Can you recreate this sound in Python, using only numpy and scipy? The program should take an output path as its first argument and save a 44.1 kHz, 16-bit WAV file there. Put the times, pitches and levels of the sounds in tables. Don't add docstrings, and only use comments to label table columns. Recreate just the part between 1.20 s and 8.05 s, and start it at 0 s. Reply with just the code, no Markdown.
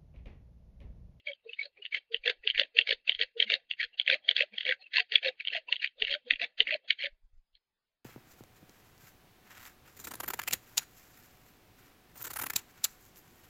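import sys
import numpy as np
from scipy import signal
from scipy.fft import rfft, irfft
from scipy.io import wavfile
from scipy.ndimage import uniform_filter1d

SR = 44100
rng = np.random.default_rng(int(sys.argv[2]) if len(sys.argv) > 2 else 0)


def materialize(psi):
    bounded = np.clip(np.atleast_2d(psi).T, -1, 1)
    quanta = np.round(bounded * 32767).astype(np.int16)
    wavfile.write(sys.argv[1], SR, quanta)


def convert_level_to_amplitude(level_db):
    exponent = np.asarray(level_db, float) / 20
    return 10 ** exponent


N = 301898
STEP = 32


def evened(x):
    return x / np.sqrt(np.mean(x ** 2) + 1e-20)


def smoothed(x, size):
    return uniform_filter1d(uniform_filter1d(x, size=size), size=size)


def add(mix, s, sound):
    part = mix[round(s * SR) - len(sound) // 2:][:len(sound)]
    part += sound


def coloured(x, points):
    hz = np.fft.rfftfreq(len(x), 1 / SR) + 1
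    point_hz, point_db = np.transpose(points)
    gain_db = np.interp(np.log(hz), np.log(point_hz), point_db)
    return irfft(rfft(x) * convert_level_to_amplitude(gain_db), len(x))


def patchy(x, depth_db, size):
    z = signal.stft(x, nperseg=size)[2]
    field = uniform_filter1d(rng.standard_normal(z.shape), size=3, axis=0)
    field = uniform_filter1d(field, size=5, axis=1)
    z = z * convert_level_to_amplitude(depth_db * evened(field))
    return evened(signal.istft(z, nperseg=size)[1][:N])


def spread(power):
    return np.sqrt(np.interp(np.arange(N), np.arange(power.shape[1]) * STEP, power.sum(0)))


def bursts(rows, rough, skew, detune):
    out = np.zeros(N)
    luck = rng.random((len(rows), 5))
    grit = rng.standard_normal(N)
    for (s, db, hz, ms), (a, b, *phase) in zip(rows, luck):
        u = np.arange(-3 * ms * SR // 1000, 3 * ms * SR // 1000) / SR
        reach_s = np.where(u < 0, 1 - skew, 1 + skew) * ms / 2000
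        shape = convert_level_to_amplitude(-6 * (abs(u) / reach_s) ** 1.72)
        modes_hz = hz * np.array([1, 1 - detune * (0.51 + a), 1 + detune * (0.5 + b)])
        edge = rough * min(1, 4.5 / ms)
        tones = np.cos(2 * np.pi * (modes_hz[:, None] * u + np.c_[phase]))
        ring = np.array([1, edge, edge]) @ tones
        ring = shape * (ring + 0.6 * edge * grit[round(s * SR):][:len(u)])
        add(out, s, convert_level_to_amplitude(db) * ring / abs(ring).max())
    return out


def lasting(rows, ms):
    return [(*row, ms) for row in rows]


def per_turn(rows, turns, ms):
    return [(s + k * turn_ms / 1000, db - fade_db * abs(k), hz, ms)
            for s, db, hz, turn_ms, fade_db in rows for k in turns]


# (time [s], peak [dB], ring [Hz], turn [ms], fade per turn [dB])
CATCHES = [(.6534, -23, 2880, 9.5, 4), (.9454, -11, 2930, 21.6, 19), (1.2758, -9, 3020, 26, 5),
           (1.5891, -3, 2800, 24, 15), (1.8954, -6, 3020, 25.4, 14), (2.2026, -8, 3150, 24.1, 5),
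           (2.513, -17, 2810, 24, 14), (2.799, -13, 3230, 15.8, 8), (3.0913, -5, 3220, 21.6, 9),
           (3.3836, -17, 3080, 25.6, 3), (3.958, -8, 2500, 24.7, 14), (4.2739, -16, 3060, 9.6, 1.2),
           (4.5267, -9, 2910, 32.3, 16), (4.8232, -11, 2900, 26.7, 4), (5.1089, -7, 2530, 27.9, 14),
           (5.4052, -6, 2940, 24, 24), (5.707, -14, 3050, 23, 18)]
# (loudest time [s], peak [dB], ring [Hz], turn [ms], fade per turn [dB])
CHATTER = [(.7475, -20, 2240, 20, 14), (1.0788, -16, 2700, 19.1, 3.5), (1.3974, -11, 2900, 18.2, 6),
           (1.7101, -14, 3000, 17.2, 4.5), (2.0141, -12, 3160, 20.2, 17), (2.3207, -15, 2800, 19.1, 1.2),
           (2.631, -23, 3210, 17, 5), (2.9137, -12, 2450, 14, 1.2), (3.2082, -10, 2540, 14.5, 6),
           (3.4831, -19, 2200, 16.8, 0), (3.7835, -13, 2750, 14, 2.2), (4.0612, -18, 2590, 13, 6),
           (4.3498, -22, 2630, 15, 3), (4.6453, -14, 2420, 15, 10), (4.927, -21, 3000, 14, 2.2),
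           (5.231, -21, 2600, 14, 4), (5.525, -18, 2500, 16.6, 0), (5.8458, -19, 2300, 15, 5)]
# (time [s], peak [dB], ring [Hz])
STRAYS = [(1.3091, -19, 3110), (1.9498, -26, 3150), (2.8648, -25, 3110), (2.8788, -12, 2440),
          (2.8842, -17, 2800), (2.9428, -21, 2530), (3.1661, -15, 3340), (3.2333, -25, 2950),
          (3.4331, -29, 3070), (3.453, -23, 3060), (3.4933, -19, 2830), (3.5244, -17, 2170),
          (3.8039, -16, 2430), (3.9218, -20, 2840), (4.2517, -26, 2920), (4.5651, -25, 3170),
          (4.6751, -26, 3090), (4.8817, -22, 2160), (4.8966, -24, 2760), (5.1594, -28, 2670),
          (5.4723, -21, 2230), (5.5349, -22, 2440), (6.353, -42, 4250), (6.354, -56, 3400),
          (5.7075, -12, 3850), (1.4349, -24, 3120), (1.349, -24, 2400)]


def catches():
    rows = per_turn(CATCHES, range(2), 1.7)
    rows += per_turn(CHATTER, range(-1, 2), 1.9)
    rows += lasting(STRAYS, 1.8)
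    return bursts(rows, rough=0.36, skew=0.15, detune=0.25)


# (time [s], peak [dB], ring [Hz], length [ms])
CHIRPS = [(.0735, -24, 2325, 3.7), (0.087, -34.5, 2187, 20), (.083, -44.5, 3250, 27),
          (.395, -24, 2214, 6.7), (.4154, -28, 2250, 6), (.7286, -28.5, 2290, 7), (.7495, -29.5, 3053, 8),
          (.119, -42, 3240, 4.5), (0.134, -36, 3160, 2.6), (0.296, -39, 2633, 8.5), (0.334, -31, 2910, 3.5),
          (.432, -31.5, 3990, 5.6), (0.456, -27, 4420, 2.2), (0.625, -37.5, 2880, 6.7)]
# (time [s], peak [dB], ring [Hz])
PEEPS = [(.0945, -33.5, 2237), (.574, -51, 2410), (.34, -46, 3620), (0.786, -43, 3130),
         (1.041, -34.5, 2360), (1.24, -49, 2630), (1.24, -45, 1950), (2.269, -42, 2860), (2.279, -37, 2130),
         (3.05, -49, 3270), (3.623, -50, 2590), (3.644, -49.5, 2760), (3.665, -44, 2610), (3.72, -54, 2000),
         (3.718, -58, 3270), (4.49, -34, 2700), (4.6, -36.5, 2850), (5.793, -36.5, 3150)]


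def chirps():
    return bursts(CHIRPS + lasting(PEEPS, 7.7), rough=0.2, skew=0.1, detune=0.12)


# (time [s], peak [dB], ring [Hz])
FIBRE_TICKS = [(0.0857, -33, 3110), (0.7459, -22, 2110), (1.0778, -20.5, 3420), (1.082, -24, 1757),
               (1.088, -27.5, 2070), (1.0973, -23, 3570), (1.0988, -23, 1673), (1.3598, -25, 2336),
               (1.378, -26, 2290), (1.3793, -24.5, 1757), (1.3877, -30, 1780), (1.392, -23.5, 2160),
               (1.3967, -17.5, 3430), (1.3988, -24.5, 4410), (1.4069, -25, 3520), (1.4168, -24, 3500),
               (1.4167, -25.5, 1900), (1.5698, -21.5, 2620), (1.614, -25.5, 3220), (1.62, -24.5, 3200),
               (1.674, -25.5, 2260), (1.6922, -24, 2260), (1.7094, -22, 2275), (1.7095, -25.5, 4360),
               (1.7077, -22, 3477), (1.722, -25, 1773), (1.7223, -29, 2500), (1.7263, -24, 3503),
               (1.8785, -22, 2610), (1.9272, -25, 3190), (2.0155, -27.5, 4510), (2.0235, -24.5, 2660),
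               (2.2261, -27, 1960), (2.302, -24.5, 2350), (2.309, -27, 2380), (2.3226, -21, 2170),
               (2.3316, -25.5, 2200), (2.339, -29, 4330), (2.34, -24, 3720), (2.6036, -37, 2120),
               (2.6395, -35.5, 1675), (2.9004, -19.5, 1680), (2.9011, -16.5, 3490), (2.924, -26, 3840),
               (2.931, -23.5, 3160), (3.0897, -20.5, 1980), (3.1109, -23, 2810), (3.181, -29.5, 2630),
               (3.1806, -28, 2120), (3.1908, -25.5, 2690), (3.2077, -17, 2046), (3.4515, -34.5, 3260),
               (3.4794, -22.5, 3250), (3.493, -21, 1855), (3.4919, -23.5, 3380),
               (3.5097, -25, 3380), (3.5122, -18.5, 1950), (3.5222, -30.5, 3260), (3.5251, -21.5, 1613),
              (3.742, -38.5, 3260), (3.7589, -27, 4200), (3.7686, -25, 3220), (3.7706, -20.5, 4340),
              (3.7839, -28.5, 3750), (3.7978, -34.5, 2150), (3.9578, -6, 3365), (4.0302, -31, 3180),
              (4.0508, -29, 3240), (4.058, -29.5, 4290), (4.0727, -27, 1980), (4.074, -24, 4240),
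              (4.0838, -23.5, 3750), (4.0889, -29, 3700), (4.202, -28, 2630), (4.2076, -26.5, 2330),
              (4.304, -28.5, 2720), (4.3376, -34.5, 2020), (4.3517, -29.5, 1950), (4.3572, -29, 3150),
              (4.367, -33, 2220), (4.366, -32.5, 2710), (4.3724, -29.5, 2780), (4.6454, -23, 1930),
              (4.8718, -26, 2960), (4.9365, -28, 3260), (4.9417, -30, 1720), (4.9495, -30.5, 1515),
              (5.1089, -12.5, 2030), (5.109, -18, 3700), (5.1374, -31.5, 1950), (5.136, -27.5, 3330),
              (5.1984, -30, 2530), (5.2232, -37, 2720), (5.243, -27, 3530), (5.4063, -20.5, 2045),
              (5.478, -26.5, 2800), (5.4882, -27, 2230), (5.494, -25, 1880), (5.509, -21.5, 2100),
              (5.517, -26.5, 2730), (5.531, -30, 2920), (5.541, -23, 3080), (5.706, -15.5, 2200),
              (5.8253, -33, 2100), (5.8242, -29, 2950), (5.8388, -26.5, 3200), (5.8564, -25, 2020),
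              (5.8587, -30, 3080), (5.8581, -30, 3530), (5.8692, -31.5, 1750)]


def fibre_ticks():
    return bursts(lasting(FIBRE_TICKS, 3.2), rough=0.2, skew=0.15, detune=0.1)


# (frequency [Hz], width [Hz], lift [dB])
BOARD_MODES = [(1700, 110, 3), (1960, 110, 5), (2270, 110, 5), (2700, 110, 5), (3230, 130, 6),
               (3750, 120, 3), (4230, 140, 5)]


def board(x, share):
    hz = np.fft.rfftfreq(N, 1 / SR)
    lift_db = sum(db * np.exp(-((hz - mode_hz) / width_hz) ** 2) for mode_hz, width_hz, db in BOARD_MODES)
    return irfft(rfft(x) * convert_level_to_amplitude(share * (lift_db - 6.0)), N)


# (frequency [Hz], gain [dB])
SNAP_BAND = [(1100, -49), (1350, -21.5), (1800, -3.5), (3600, 1.5), (4300, -8.5), (4900, -28.5),
             (6600, -45.5), (7300, -73.5)]


def snaps(rings, ticks):
    out = convert_level_to_amplitude(2.5) * board(coloured(rings, SNAP_BAND), share=0.36)
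    return out + coloured(ticks, [(900, -50), (1300, 0), (4600, 0), (4900, -28), (7300, -60)])


def echoes(x, t60):
    t = np.arange(SR // 6) / SR
    taps = rng.standard_normal(len(t)) * convert_level_to_amplitude(-60 * t / t60) * (t > 0.0015)
    return signal.oaconvolve(x, taps / np.linalg.norm(taps))[:N]


def lead_ins(x):
    return echoes(x[::-1], t60=0.018)[::-1]


# (start [s], length [s], grind [dB], squeak [Hz], groan [dB])
PUSHES = [(.296, .052, -55.5, 2680, -100), (.631, 0.028, -55, 2796, -79), (.948, .003, -42, 2660, -56.5),
          (1.274, 0.021, -35.5, 3158, -61.5), (1.576, 0.031, -33, 2667, -55.5),
          (1.889, 0.018, -36, 2580, -53.5), (2.201, 0.037, -33.5, 3392, -54.5),
          (2.513, 0.014, -47.5, 3190, -77.5), (2.8, 0.0038, -39, 3109, -61),
          (3.089, .026, -35.5, 3538, -53), (3.379, 0.05, -42, 3270, -77), (3.613, 0.02, -55, 4250, -72),
          (3.927, .039, -30.5, 2802, -56.5), (4.261, 0.036, -51.5, 2916, -100),
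          (4.526, 0.0053, -29.5, 3644, -56), (4.82, 0.024, -38, 3097, -60), (5.11, 0.015, -45, 3716, -61.5),
          (5.406, .004, -32, 3052, -46.5), (5.71, .002, -30.5, 3780, -66), (6.356, 0.02, -70.5, 4163, -100)]
# (start [s], length [s], grind [dB], squeak [Hz], groan [dB])
PULLS = [(.069, 0.045, -46.5, 2297, -66.5), (.405, 0.06, -49.5, 4190, -67.5), (.737, 0.039, -37, 2192, -61),
         (1.062, 0.048, -31, 1795, -47), (1.387, 0.023, -27.5, 1697, -48), (1.676, 0.062, -34, 4424, -54.5),
         (2.004, 0.031, -30.5, 2678, -58.5), (2.305, 0.048, -30, 3671, -50),
         (2.601, 0.043, -34, 1793, -66.5), (2.881, 0.069, -31, 2019, -48), (3.168, 0.058, -31, 2692, -52),
         (3.46, 0.068, -35.5, 1856, -52.5), (3.745, 0.063, -30, 1740, -62),
         (4.037, 0.056, -33.5, 2662, -49.5), (4.323, 0.059, -35, 2842, -56),
         (4.622, 0.0419, -35.5, 2676, -72.5), (4.907, 0.042, -33.5, 3343, -51),
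         (5.211, 0.038, -33, 1911, -49), (5.475, 0.084, -40, 2113, -56.5), (5.802, 0.066, -38, 2215, -60)]
# (start [s], length [s], grind [dB], squeak [Hz], groan [dB])
EARLIER = (0, .002, -59, 3000, -85)
# (start [s], grind [dB], squeak [Hz], groan [dB])
BRUSHES = [(0.247, -73.5, 3840, -69), (0.573, -62, 2381, -65), (1.242, -57, 2516, -62.5),
           (1.349, -43.5, 1796, -91.5), (1.425, -46.5, 2663, -55), (1.94, -45, 3243, -104),
           (2.277, -45, 2214, -74.5), (2.733, -60.5, 2790, -70), (3.042, -53, 3305, -70),
           (3.335, -50, 2424, -64.5), (3.657, -62, 2740, -84), (3.715, -61, 3212, -90),
           (4.2, -44.5, 2420, -75), (4.485, -53.5, 2889, -58), (4.787, -55, 3578, -60.5),
           (4.872, -38, 1882, -67), (5.065, -58, 3272, -65), (5.146, -49.5, 2511, -77),
           (5.645, -67.5, 3390, -69.5)]


def strokes():
    brush_s, squeak_db, squeak_per_db = 0.022, 6.5, 0.46
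    brushes = [(s, brush_s, *rest) for s, *rest in BRUSHES]
    columns = []
    for s, length_s, db, hz, low_db in [*PUSHES, *PULLS, EARLIER, *brushes]:
        lift_db = min(squeak_db - squeak_per_db * (db + 40), 13.0)
        columns.append((s, s + length_s, db, hz, lift_db, low_db))
    return np.transpose(columns)


def spells(level_db, rise_db_s, fall_db_s, tail_db, tail_db_s):
    t = np.arange(0, N + STEP, STEP) / SR
    start, end = strokes()[:2, :, None]
    before, after = np.maximum(start - t, 0), np.maximum(t - end, 0)
    tail = convert_level_to_amplitude(tail_db - tail_db_s * after) ** 2 * (after > 0)
    dying = convert_level_to_amplitude(-fall_db_s * after) ** 2 + tail
    return convert_level_to_amplitude(level_db[:, None] - rise_db_s * before) ** 2 * dying


def lurch():
    wobble = smoothed(rng.standard_normal(N), 200)
    return evened(convert_level_to_amplitude(1.3 * evened(wobble)))


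def surge(rings):
    share = 0.4
    near = smoothed(abs(rings), 180) + convert_level_to_amplitude(-60)
    gain = 1 - share + share * near / uniform_filter1d(near, size=1500)
    return gain / np.sqrt(uniform_filter1d(gain ** 2, size=1500))


# (frequency [Hz], density [dB per Hz])
GRIND = [(900, -70.5), (1150, -30.5), (1300, -26), (1650, -5.5), (2000, -4), (3250, -5.5), (3900, -7),
         (4650, -9.5), (4750, -20.5), (5350, -24), (5700, -33), (6600, -32), (7000, -44), (7400, -69)]


def grind():
    level_db, squeak_hz, squeak_db = strokes()[2:5]
    ticks_per_s, rasp_db, last_s = 1300, -83, 5.95
    power = spells(level_db - 0.46, 1300, 1800, tail_db=-22, tail_db_s=300)
    power[0, :round(last_s * SR / STEP)] += convert_level_to_amplitude(rasp_db) ** 2

    ticks = convert_level_to_amplitude(4.2 * np.minimum(rng.exponential(1, N), 1.6))
    ticks = ticks * (rng.random(N) < ticks_per_s / SR) * rng.choice([-1, 1], N)
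    gain = spread(power)
    bite = np.clip(gain / convert_level_to_amplitude(-46), 0.25, 1)
    rub = bite * evened(ticks) + np.sqrt(1.3 - bite ** 2) * rng.standard_normal(N)
    rub = patchy(board(coloured(rub, GRIND), share=1), depth_db=3.2, size=384)

    hz, t, z = signal.stft(rub, SR, nperseg=512, noverlap=384)
    away_hz = hz[:, None] - squeak_hz
    narrow, broad = np.exp(-(away_hz / 190) ** 2), np.exp(-(away_hz / 900) ** 2)
    shape = convert_level_to_amplitude(squeak_db * (1.1 * narrow + 0.5 * broad)) ** 2
    shape /= (abs(z) ** 2).mean(1) @ shape
    index = np.minimum(np.round(t * SR / STEP).astype(int), power.shape[1] - 1)
    now = power[:, index]
    blend = np.sqrt(shape @ (now / now.sum(0)))
    squeaky = signal.istft(z * blend, nperseg=512, noverlap=384)[1][:N]
    return gain * lurch() * evened(squeaky)


# (time [s], peak [dB], ring [Hz], length [ms])
KNOCKS = [(.1061, -39.5, 559, 24.6), (1.062, -34.5, 477, 8), (1.0815, -29.5, 497, 14),
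          (1.1007, -30.5, 467, 9.2), (1.3963, -36, 548, 8.9), (1.4169, -28, 570, 6.9),
          (1.6952, -36, 498, 5.8), (1.7101, -29.5, 531, 8.5), (1.7278, -29, 477, 6.6),
          (2.0106, -40, 454, 20), (2.033, -43, 510, 18.3), (2.328, -38, 453, 8.1), (2.9067, -38, 520, 24),
          (2.9311, -30.5, 534, 15), (2.9554, -38, 600, 12), (3.2119, -27.5, 511, 7.3),
          (3.2359, -32.5, 590, 8.7), (3.4983, -31.5, 509, 21), (3.7848, -32, 1010, 6),
          (4.0666, -26.5, 533, 17), (4.0886, -29.5, 515, 16), (4.3556, -34.5, 684, 10),
          (4.38, -40, 640, 17), (4.9202, -43, 560.5, 36), (4.9598, -37.5, 594, 17),
          (5.2295, -39.5, 688, 16), (5.5311, -33.5, 614, 14.7), (5.553, -29, 603, 9.8),
          (5.8459, -37.5, 557, 12), (5.8718, -43, 568, 18.2)]
# (time [s], peak [dB], ring [Hz], length [ms])
MOANS = [
    (.461, -51, 574, 19),
    (2.27, -52.5, 217.3, 24),
    (3.337, -52.5, 209, 21),
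    (3.8067, -47, 725, 27.5),
    (4.4913, -44, 973, 9.5),
    (5.131, -48, 275, 14),
]
# (time [s], peak [dB], ring [Hz])
HOOTS = [(0.268, -41, 456), (0.602, -54.5, 410), (0.92, -42.5, 460), (0.946, -36, 458), (1.2612, -43, 434),
         (1.562, -41.5, 468), (1.896, -55, 438), (2.172, -35.5, 463), (2.2014, -38.5, 443),
         (3.1043, -47.5, 462), (4.8262, -37, 434), (5.0774, -42, 492), (5.4139, -40.5, 443)]
# (time [s], peak [dB], ring [Hz])
MURMURS = [(0.083, -43.5, 589), (.295, -48, 466), (1.5918, -47, 418), (1.6161, -49.5, 470),
           (2.3635, -48.5, 537), (2.6492, -57, 480), (3.0935, -49, 674), (3.6077, -65.5, 756),
           (3.8064, -49.5, 452), (3.928, -50, 436), (4.535, -59.5, 984), (4.8244, -56, 216.2),
           (5.0632, -59, 243), (5.2287, -55, 276), (5.699, -65, 221)]


def knocks():
    rows = [*KNOCKS, *MOANS, *lasting(HOOTS, 17), *lasting(MURMURS, 21)]
    low = bursts(rows, rough=0.27, skew=0.099, detune=0.18)
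    return coloured(low, [(110, -40.0), (200, -3.5), (1050, 1.5), (1500, -55.0)])


# (frequency [Hz], gain [dB])
GROAN = [(90, -39.5), (200, -24), (380, -15.5), (510, -3.5), (700, -11), (850, -20.5), (1000, -26.5),
         (1300, -24.5), (1800, -58.5)]


def groan():
    power = spells(strokes()[5] - 1.5, 1100, 820, tail_db=-14.5, tail_db_s=220)
    hum = patchy(coloured(rng.standard_normal(N), GROAN), depth_db=4.5, size=1024)
    return spread(power) * hum


# (time [s], peak [dB])
RUMBLE = [(1.006, -64), (1.202, -60), (1.363, -53), (1.727, -53.5), (1.961, -60.5), (2.035, -66.5),
          (2.653, -67), (4.836, -51), (4.908, -63), (5.143, -57), (5.431, -61), (5.93, -60), (6.05, -55),
          (6.144, -53.5), (6.184, -52.5), (6.343, -64.5)]
# (frequency [Hz], density [dB per Hz])
HISS = [(60, 3), (5200, -6.5), (5600, -17), (20000, -17)]


def air():
    s, db = np.transpose(RUMBLE)[:, :, None]
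    t = np.arange(0, N, STEP) / SR
    gusts = convert_level_to_amplitude(db - 520 * abs(t - s)) ** 2 + convert_level_to_amplitude(-112) ** 2
    puff_band = [(8, -13.0), (20, 5.0), (45, -13.0), (90, -22.5), (200, -61.5)]
    puffs = evened(coloured(rng.standard_normal(N), puff_band))
    hiss = patchy(coloured(rng.standard_normal(N), HISS), depth_db=4, size=1024)
    return spread(gusts) * puffs + convert_level_to_amplitude(-91) * hiss


# (frequency [Hz], level [dB])
BLUR = [(150, -43), (1100, -42.5), (1450, -18.5), (4720, -14), (4850, -35.5), (6100, -43), (6500, -31),
        (7300, -70)]


def blur(x):
    frame, first, level_db = 1024, 255, -1
    window = signal.windows.kaiser_bessel_derived(2 * frame, 4 * np.pi)
    at = first + np.arange(N // frame - 2)[:, None] * frame + np.arange(2 * frame)
    power = abs(rfft(x[at] * window)) ** 2
    near = abs(uniform_filter1d(power, size=40, axis=1))
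    near += 0.44 * power[:, frame // 16:frame // 4].mean(1, keepdims=True)
    uneven = uniform_filter1d(rng.standard_normal(near.shape), size=14, axis=1)
    near *= convert_level_to_amplitude(7 * evened(uneven))
    phase = np.exp(2j * np.pi * rng.random(power.shape))
    noise = convert_level_to_amplitude(level_db) * irfft(np.sqrt(near) * phase) * window
    return coloured(np.bincount(at.ravel(), noise.ravel(), N), BLUR)


def scene():
    rings = catches() + chirps()
    ticks = fibre_ticks()
    snap = snaps(rings, ticks)
    mix = snap + convert_level_to_amplitude(-12) * echoes(snap, t60=0.074) + convert_level_to_amplitude(-16) * lead_ins(snap)
    mix += grind() * surge(rings + ticks)
    mix += knocks() + groan() + air()
    return mix[None]


def roll_off(x):
    return signal.sosfilt(signal.butter(12, 15600, fs=SR, output="sos"), x)


def record(dry):
    gap_hz, edge_hz = (5370, 5650), 7500
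    taps = signal.firwin(1023, [*gap_hz, edge_hz], pass_zero=True, window=("kaiser", 9), fs=SR)
    narrow = signal.oaconvolve(dry + blur(dry[0]), taps[None], "same")
    hiss_db = -99.5 - 3 * (np.arange(N) > 6.1 * SR)
    hiss = coloured(rng.standard_normal(N), [(5000, -20), (7300, -12), (7800, 0), (15000, 0)])
    return roll_off(narrow + convert_level_to_amplitude(hiss_db) * evened(hiss))


dry = scene()
out = record(dry)
materialize(out)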